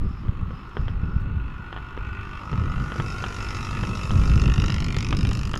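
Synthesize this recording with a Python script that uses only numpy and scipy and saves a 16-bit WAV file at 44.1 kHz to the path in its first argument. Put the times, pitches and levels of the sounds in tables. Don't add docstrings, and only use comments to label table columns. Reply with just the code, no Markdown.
import sys
import numpy as np
from scipy import signal
from scipy.fft import rfft, irfft, next_fast_len
from scipy.io import wavfile
from scipy.ndimage import map_coordinates

SR = 44100
rng = np.random.default_rng(int(sys.argv[2]) if len(sys.argv) > 2 else 0)


def dump(signal):
    limited = np.clip(np.atleast_2d(signal).T, -1, 1)
    pcm = np.round(limited * 32767).astype(np.int16)
    wavfile.write(sys.argv[1], SR, pcm)


def to_linear_factor(level_db):
    exponent = np.asarray(level_db, float) / 20
    return 10 ** exponent


N = 246519

# frequency in Hz, relative level per Hz in dB.
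ROAD_SPECTRUM = [(150, -13), (250, 0.5), (414, -1), (561, -22), (1260, 2.5), (1490, -6), (1680, -9),
                 (2640, -16), (2870, -15), (4380, -23), (5640, -68), (8030, -59), (14000, -38)]
ROAD_DB = -49.5
# frequency in Hz, relative level per Hz in dB.
HISS_SPECTRUM = [(3820, -51), (6500, 3.5), (7020, 1), (7980, -4), (10900, -5.5), (12800, -16), (14000, -28)]

# frequency in Hz, relative level per Hz in dB.
BUFFET_SPECTRUM = [(7.1, -60), (12, 4.5), (36, -1), (54, 5.5), (200, -19), (260, -62.5), (440, -120)]
# frequency in Hz, relative level per Hz in dB.
FLUTTER_SPECTRUM = [(50, -50), (90, 4), (130, 3), (200, -4), (300, -13.5), (500, -24.5), (900, -39),
                    (2000, -54), (5000, -110)]
# time of full strength in seconds, hold in seconds, buffet in dB, flutter in dB.
GUSTS = [(0.0, 0.01, -21, -29.5), (0.232, 0.26, -32, -34), (0.785, 0.65, -27.5, -34),
         (1.754, 0.05, -40, -49), (1.948, 0.36, -34, -54), (2.525, 0.28, -26, -29), (2.99, 0.15, -31, -31),
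         (3.506, 0.15, -34, -37), (3.736, 0.18, -28, -28), (4.118, 0.35, -18.5, -23),
         (4.585, 0.037, -24, -22.5), (4.75, 0.24, -29, -27.5), (5.1, 0.18, -25, -23)]
GUST_RISE_S, GUST_FALL_DB_PER_S = 0.048, 77
# time in seconds, buffet in dB, flutter in dB.
CALM_WIND = [(0, -46, -50), (3, -37, -42), (5.59, -28.5, -31.5)]
# start in seconds, peak in dB, time from middle to peak in ms.
SLAPS = [(0.1, -22, 1.4), (0.283, -12, 2.2), (0.422, -15.5, 2), (0.455, -25, 3.1), (0.783, -19, 2.4),
         (0.857, -16.5, 2.5), (1.023, -11, 1.87), (1.155, -12, 1.84), (1.206, -17, 2.5),
         (1.304, -21.5, 2.1), (1.362, -14.5, 2.1), (2.065, -26, 2.2), (2.113, -24, 2.3), (2.573, -17, 1.9),
         (2.609, -13, 2.06), (2.688, -16.5, 2.5), (2.797, -18, 3.1), (4.039, -20, 1.9), (4.12, -18, 2.7),
         (4.154, -11, 2.2), (4.189, -14, 3.3), (4.239, -20, 2.1), (4.358, -13.5, 2.4), (4.419, -11.5, 2.7),
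         (4.578, -11.5, 2), (4.649, -16, 2.4), (4.964, -14.5, 2), (5.228, -13.5, 2.2)]
SLAP_BUILDS_S = 0.011

# start in seconds, relative strength in dB, brightness in dB per octave.
KNOCKS = [(0.283, -26, 2), (0.506, -27, -5.5), (0.768, -15, -1.5), (0.881, -19, 4.5), (1.727, -21.5, 6),
          (1.763, -21, 4.5), (1.774, -24, 2), (1.781, -29, -1), (1.975, -20.5, 0), (2.529, -17.5, -2.5),
          (2.919, -14.5, 2), (2.957, -20.5, -4), (2.999, -12.5, 4), (3.239, -13.5, 7), (3.261, -20, -2.5),
          (3.835, -15.5, 0.5), (4.106, -19.5, 7), (4.485, -18, -3), (4.638, -18.5, -1), (4.696, -18.5, 3),
          (4.966, -15.5, -2), (5.126, -14, 9.5), (5.251, -17, 4), (5.314, -18.5, 5.5), (5.539, -15.5, 8.5),
          (5.559, -17, 1)]
# frequency in Hz, typical level in dB, time to fall 60 dB in seconds.
FITTING_TONES = [(457, -2, 0.012), (940, -0.5, 0.0013), (1340, 3.5, 0.0063), (1820, 0.5, 0.0042),
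                 (3085, 3.5, 0.0046), (5800, -20, .005)]

# time in seconds, number of firings.
FIRINGS = [(0.0, -0.44), (0.7, 34.48), (1.4, 69.12), (2.8, 138.12), (3.15, 155.47), (4.55, 224.61),
           (5.585, 275.57)]
# multiple of the firing rate, typical level in dB at the nearest.
THROB_TONES = [(1, -45), (2, -39.5), (3, -50), (4, -45), (5, -50), (6, -55.5), (7, -51), (8, -52.5)]
# time in seconds, nearness in dB, treble shadow in dB.
APPROACH = [(0, -19.5, -24), (0.75, -14, -22), (1.2, -16, -27), (1.5, -11.5, -24), (1.75, -10, -20.5),
            (2.0, -8, -22), (2.4, -6, -16), (2.75, -3.5, -10), (3.0, -2.5, -3.5), (3.5, 0.2, -1.2),
            (3.9, -1.5, -1.3), (4.2, -1, 0.6), (4.6, 3.5, 2), (4.8, 3, 0.3), (5.05, 3.5, 3.5),
            (5.3, -1, 2.5), (5.59, -5, 4.5)]
# base level in dB,
# share of nearness, share of treble shadow, change in dB while it pulls ahead.
PART_LEVELS = [(-44.5, 0.52, 0.01, -6), (-45.5, 1, 0.01, 0.5), (-46.5, 0.51, 0.89, -0.5),
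               (-63, 0.01, 0.99, 4.5), (-57.5, 0.01, 1, -17)]
ALONGSIDE_S = 4.2
TURN_S, AHEAD_S = 0.28, 1.2
FAR_BLUR, NEAR_BLUR = 0.43, 0.092

# time in seconds, pipe frequency in Hz,
# pipe level in dB, whine level in dB, second pipe level in dB.
PIPE_TONES = [(0, 1244, -55.5, -66, -66), (0.75, 1277, -52, -56, -60), (1.1, 1303, -48.5, -51.5, -60.5),
              (1.5, 1300, -56, -45.5, -52.5), (1.75, 1327, -49.5, -45, -59), (2.25, 1176, -47, -41.5, -49),
              (2.5, 1276, -42, -49.5, -60), (2.75, 1257, -40.5, -42.5, -68), (3.0, 1303, -42, -46, -48.5),
              (3.25, 1400, -39, -33, -53), (3.5, 1297, -41, -50, -47), (3.75, 1290, -40, -46, -41.5),
              (4.0, 1257, -40, -51, -46), (4.25, 1295, -39, -51, -48.5), (4.5, 1340, -40.5, -45.5, -40),
              (4.7, 1390, -43, -60, -44.5), (4.9, 1350, -47, -55, -48), (5.25, 1220, -52.5, -50, -50.5),
              (5.58, 1240, -40.5, -69, -56)]
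PIPE_WIDTHS = [95, 50, 85]
# frequency in Hz, width in Hz, relative level in dB.
SILENCER_MODES = [(850, 460, -6), (1133, 144, 1.5)]
# frequency in Hz, width in Hz, relative level in dB.
RASP_MODES = [(1815, 300, 1), (2180, 910, -1.5), (2770, 870, -2.5)]
# frequency in Hz, width in Hz, relative level in dB.
SHELL_MODES = [(3724, 254, 7), (5200, 700, 4.5), (6970, 980, -5.5)]
# middle in seconds, half length in seconds, level in dB.
FLICKER = [(0.128, 0.1, -65.5), (0.58, 0.087, -67), (0.81, 0.083, -64.5), (1.095, 0.085, -69.5),
           (1.7, 0.15, -75), (2.4, 0.15, -68)]
BOUNCE_STRENGTH, ROUGH_ROAD_HZ = 0.6, 5500
LAG_ALONGSIDE_MS, RECEDES_PER_S = 1.16, 1.1

PULSE_SIZE = 2048
PULSE_S = np.arange(PULSE_SIZE) / SR
PULSE_HZ = np.fft.rfftfreq(PULSE_SIZE, 1 / SR)


def unit(x):
    return x / np.sqrt(np.mean(np.abs(x) ** 2, axis=-1, keepdims=True) + 1e-20)


def along(points, hz):
    f, db = np.transpose(points)
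    return to_linear_factor(np.interp(np.log(hz + 1), np.log(f + 1), db))


def curves(rows, t):
    s, *columns = np.transpose(rows)
    return [np.interp(t, s, column) for column in columns]


def wobble(rate):
    knots = rng.standard_normal(int(N * rate / SR) + 4)
    return map_coordinates(knots, [np.arange(N) * rate / SR])


def rush(spectrum):
    m = next_fast_len(N)
    coloured = rfft(rng.standard_normal(m)) * along(spectrum, np.fft.rfftfreq(m, 1 / SR))
    return unit(irfft(coloured, m)[:N])


def street(x, t60):
    out, hop, t = np.zeros(N + SR), SR // 5, np.arange(SR // 4) / SR
    for start in range(0, N, hop):
        tail = rng.standard_normal(len(t)) * to_linear_factor(-60 * t / t60)
        wet = signal.fftconvolve(x[start:start + hop], tail / np.linalg.norm(tail))
        out[start:start + len(wet)] += wet
    return out[:N]


def in_view(t):
    return np.clip((t - ALONGSIDE_S) / TURN_S, 0, 1)


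def passing(t):
    near_db, shadow_db = curves(APPROACH, t)
    ahead = np.clip((t - ALONGSIDE_S) / AHEAD_S, 0, 1)
    levels = [db + near * near_db + shadow * shadow_db + ahead_db * ahead
              for db, near, shadow, ahead_db in PART_LEVELS]
    return levels, np.clip(FAR_BLUR + (NEAR_BLUR - FAR_BLUR) * in_view(t), 0, 1)


def road():
    tyre_db = passing(np.arange(N) / SR)[0][-1]
    traffic = to_linear_factor(ROAD_DB + wobble(3)) * rush(ROAD_SPECTRUM)
    return traffic + to_linear_factor(tyre_db) * rush(HISS_SPECTRUM)


def wind():
    t = np.arange(N) / SR
    power = to_linear_factor(np.array(curves(CALM_WIND, t))) ** 2
    for s, hold, *db in GUSTS:
        rise = np.clip((t - s) / GUST_RISE_S + 1, 0, 1) ** 2
        fall = to_linear_factor(-GUST_FALL_DB_PER_S * np.maximum(t - s - hold, 0))
        power = power + (to_linear_factor(np.array(db)[:, None]) * rise * fall) ** 2
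    lumps = wobble(22)
    buffet = unit(to_linear_factor(0.38 * lumps) * rush(BUFFET_SPECTRUM))
    flutter = unit(to_linear_factor(1.3 * lumps + 2.01 * wobble(45)) * rush(FLUTTER_SPECTRUM))
    noise = np.sqrt(power[0]) * buffet + np.sqrt(power[1]) * flutter
    return noise + slaps(t)


def slaps(t):
    out = np.zeros(N)
    for s, db, ms in SLAPS:
        u = (t - s - SLAP_BUILDS_S) * 1000 / ms
        out += to_linear_factor(db) * u * np.exp((1 - u * u) / 2)
    return out


def knocks():
    out, t = np.zeros(N + SR), np.arange(SR // 20) / SR
    for s, db, bright_db in KNOCKS:
        ring = np.zeros(len(t))
        for hz, level, t60 in FITTING_TONES:
            tone_db = level + 1.5 * rng.standard_normal() + bright_db * np.log2(hz / 1340)
            ring += to_linear_factor(tone_db - 60 * t / t60) * np.sin(2 * np.pi * hz * t)
        out[round((s + .0012) * SR):][:len(t)] += to_linear_factor(db - 7.5) * ring
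    contact = np.exp(-.5 * (np.arange(-12, 13) / SR / .00007) ** 2)
    out = np.convolve(out[:N], contact / contact.sum(), "same")
    return out + to_linear_factor(-4.5) * street(out, t60=0.073)


def throb():
    t = np.arange(N) / SR
    turns, near_db = curves(FIRINGS, t)[0], curves(APPROACH, t)[0]
    tone = np.zeros(N)
    for k, db in THROB_TONES:
        phase = k * turns + 0.011 * wobble(12)
        tone += to_linear_factor(db + 2.5 * wobble(5)) * np.sin(2 * np.pi * phase)
    return np.sqrt(2) * to_linear_factor(0.71 * (near_db - near_db.max())) * tone


def resonance(hz, width_hz):
    f = PULSE_HZ
    return 1j * f * width_hz / (hz * hz - f * f + 1j * f * width_hz)


def steep(hz, width_hz):
    return unit(resonance(hz, width_hz) * resonance(hz, 4 * width_hz))


def modes(table, hz, width_hz):
    row = sum((-1) ** k * to_linear_factor(db) * resonance(f, w) for k, (f, w, db) in enumerate(table))
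    return unit(row * resonance(hz, width_hz))


def gas_gust(rise_s, t60_s):
    noise = rng.standard_normal((len(t60_s), PULSE_SIZE))
    return unit(rfft(noise * (1 - np.exp(-PULSE_S / rise_s)) * to_linear_factor(-60 * PULSE_S / t60_s)))


def pipe_bark(when, low, spread):
    pipe_hz, pipe_db, whine_db, _ = curves(PIPE_TONES, when)
    box_db = passing(when)[0][0]
    pipe = to_linear_factor(pipe_db) * steep(pipe_hz, PIPE_WIDTHS[0]) - to_linear_factor(whine_db) * steep(1455, PIPE_WIDTHS[1])
    late = np.exp(-2j * np.pi * PULSE_HZ * 0.00152)
    bark = pipe * late * (0.89 + 0.082 * gas_gust(0.0015, 0.047 * spread))
    growl = to_linear_factor(pipe_db - 6.5) * steep(396, 350) * (0.3 + 0.96 * gas_gust(0.0004, 0.039 * spread))
    box = to_linear_factor(box_db) * modes(SILENCER_MODES, 880, 610) * (0.56 + 0.72 * gas_gust(0.0069, 0.091 * spread))
    return low * (bark + growl + box)


def pipe_treble(when, mid, top, spread):
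    high_db = curves(PIPE_TONES, when)[3]
    _, rasp_db, shell_db, hiss_db, _ = passing(when)[0]
    strength = BOUNCE_STRENGTH * in_view(when)
    second = steep(2635 + 230 * strength, PIPE_WIDTHS[2] + 400 * strength)
    second = to_linear_factor(high_db) * second * (0.71 + 0.44 * gas_gust(0.00081, 0.026 * spread))
    rasp = to_linear_factor(rasp_db) * modes(RASP_MODES, 2370, 1500) * (0.66 + 0.97 * gas_gust(0.00037, 0.054 * spread))
    shell = to_linear_factor(shell_db) * modes(SHELL_MODES, 5960, 5200) * (0.11 + 0.88 * gas_gust(0.00015, 0.028 * spread))
    hiss = to_linear_factor(hiss_db) * unit(along(HISS_SPECTRUM, PULSE_HZ)) * gas_gust(0.00042, 0.025 * spread)
    treble = mid * (second + rasp) + top * (shell + hiss)
    lag_s = LAG_ALONGSIDE_MS / 1000 / np.hypot(1, RECEDES_PER_S * (when - ALONGSIDE_S))
    mirror = strength * np.exp(-(PULSE_HZ / ROUGH_ROAD_HZ) ** 2)
    bounce = 1 + mirror * np.exp(-2j * np.pi * PULSE_HZ * lag_s)
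    return treble * bounce / np.sqrt(1 + mirror ** 2)


def far_ring(when, spread):
    level = sum(to_linear_factor(db) * np.exp(-.5 * ((when - middle) / half) ** 4) for middle, half, db in FLICKER)
    return level * steep(5110, 350) * gas_gust(0.0035, 0.21 * spread)


def exhaust():
    s, firings = np.transpose(FIRINGS)
    at = np.interp(np.arange(np.ceil(firings[0]), firings[-1]), firings, s)
    luck = rng.standard_normal((len(at), 4))
    at = np.clip(at + .001 + .00015 * luck[:, 0], 0, None)
    low, mid, top = to_linear_factor(0.27 * luck[:, 1:2]), to_linear_factor(1.37 * luck[:, 2:3]), to_linear_factor(2.8 * luck[:, 3:4])
    when = at[:, None]
    spread = 0.49 + passing(when)[1]
    spectra = pipe_bark(when, low, spread) + pipe_treble(when, mid, top, spread) + far_ring(when, spread)
    firing_rate = np.mean(np.diff(firings) / np.diff(s))
    pulses = irfft(spectra, PULSE_SIZE) * np.sqrt(SR / firing_rate)
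    where = np.round(at * SR).astype(int)[:, None] + np.arange(PULSE_SIZE)
    direct = np.bincount(where.ravel(), pulses.ravel(), N + SR)[:N]
    share = passing(np.arange(N) / SR)[1]
    return np.sqrt(1 - share) * direct + np.sqrt(share) * street(direct, t60=0.2)


def scene():
    return (road() + wind() + knocks() + throb() + exhaust())[None]


def low_pass(x):
    return signal.sosfilt(signal.butter(12, 14140, fs=SR, output="sos"), x)


def record(dry):
    ceiling = .49
    mix = dry / (1 + np.abs(dry / ceiling) ** 6) ** (1 / 6)
    return low_pass(mix)


dry = scene()
out = record(dry)
dump(out)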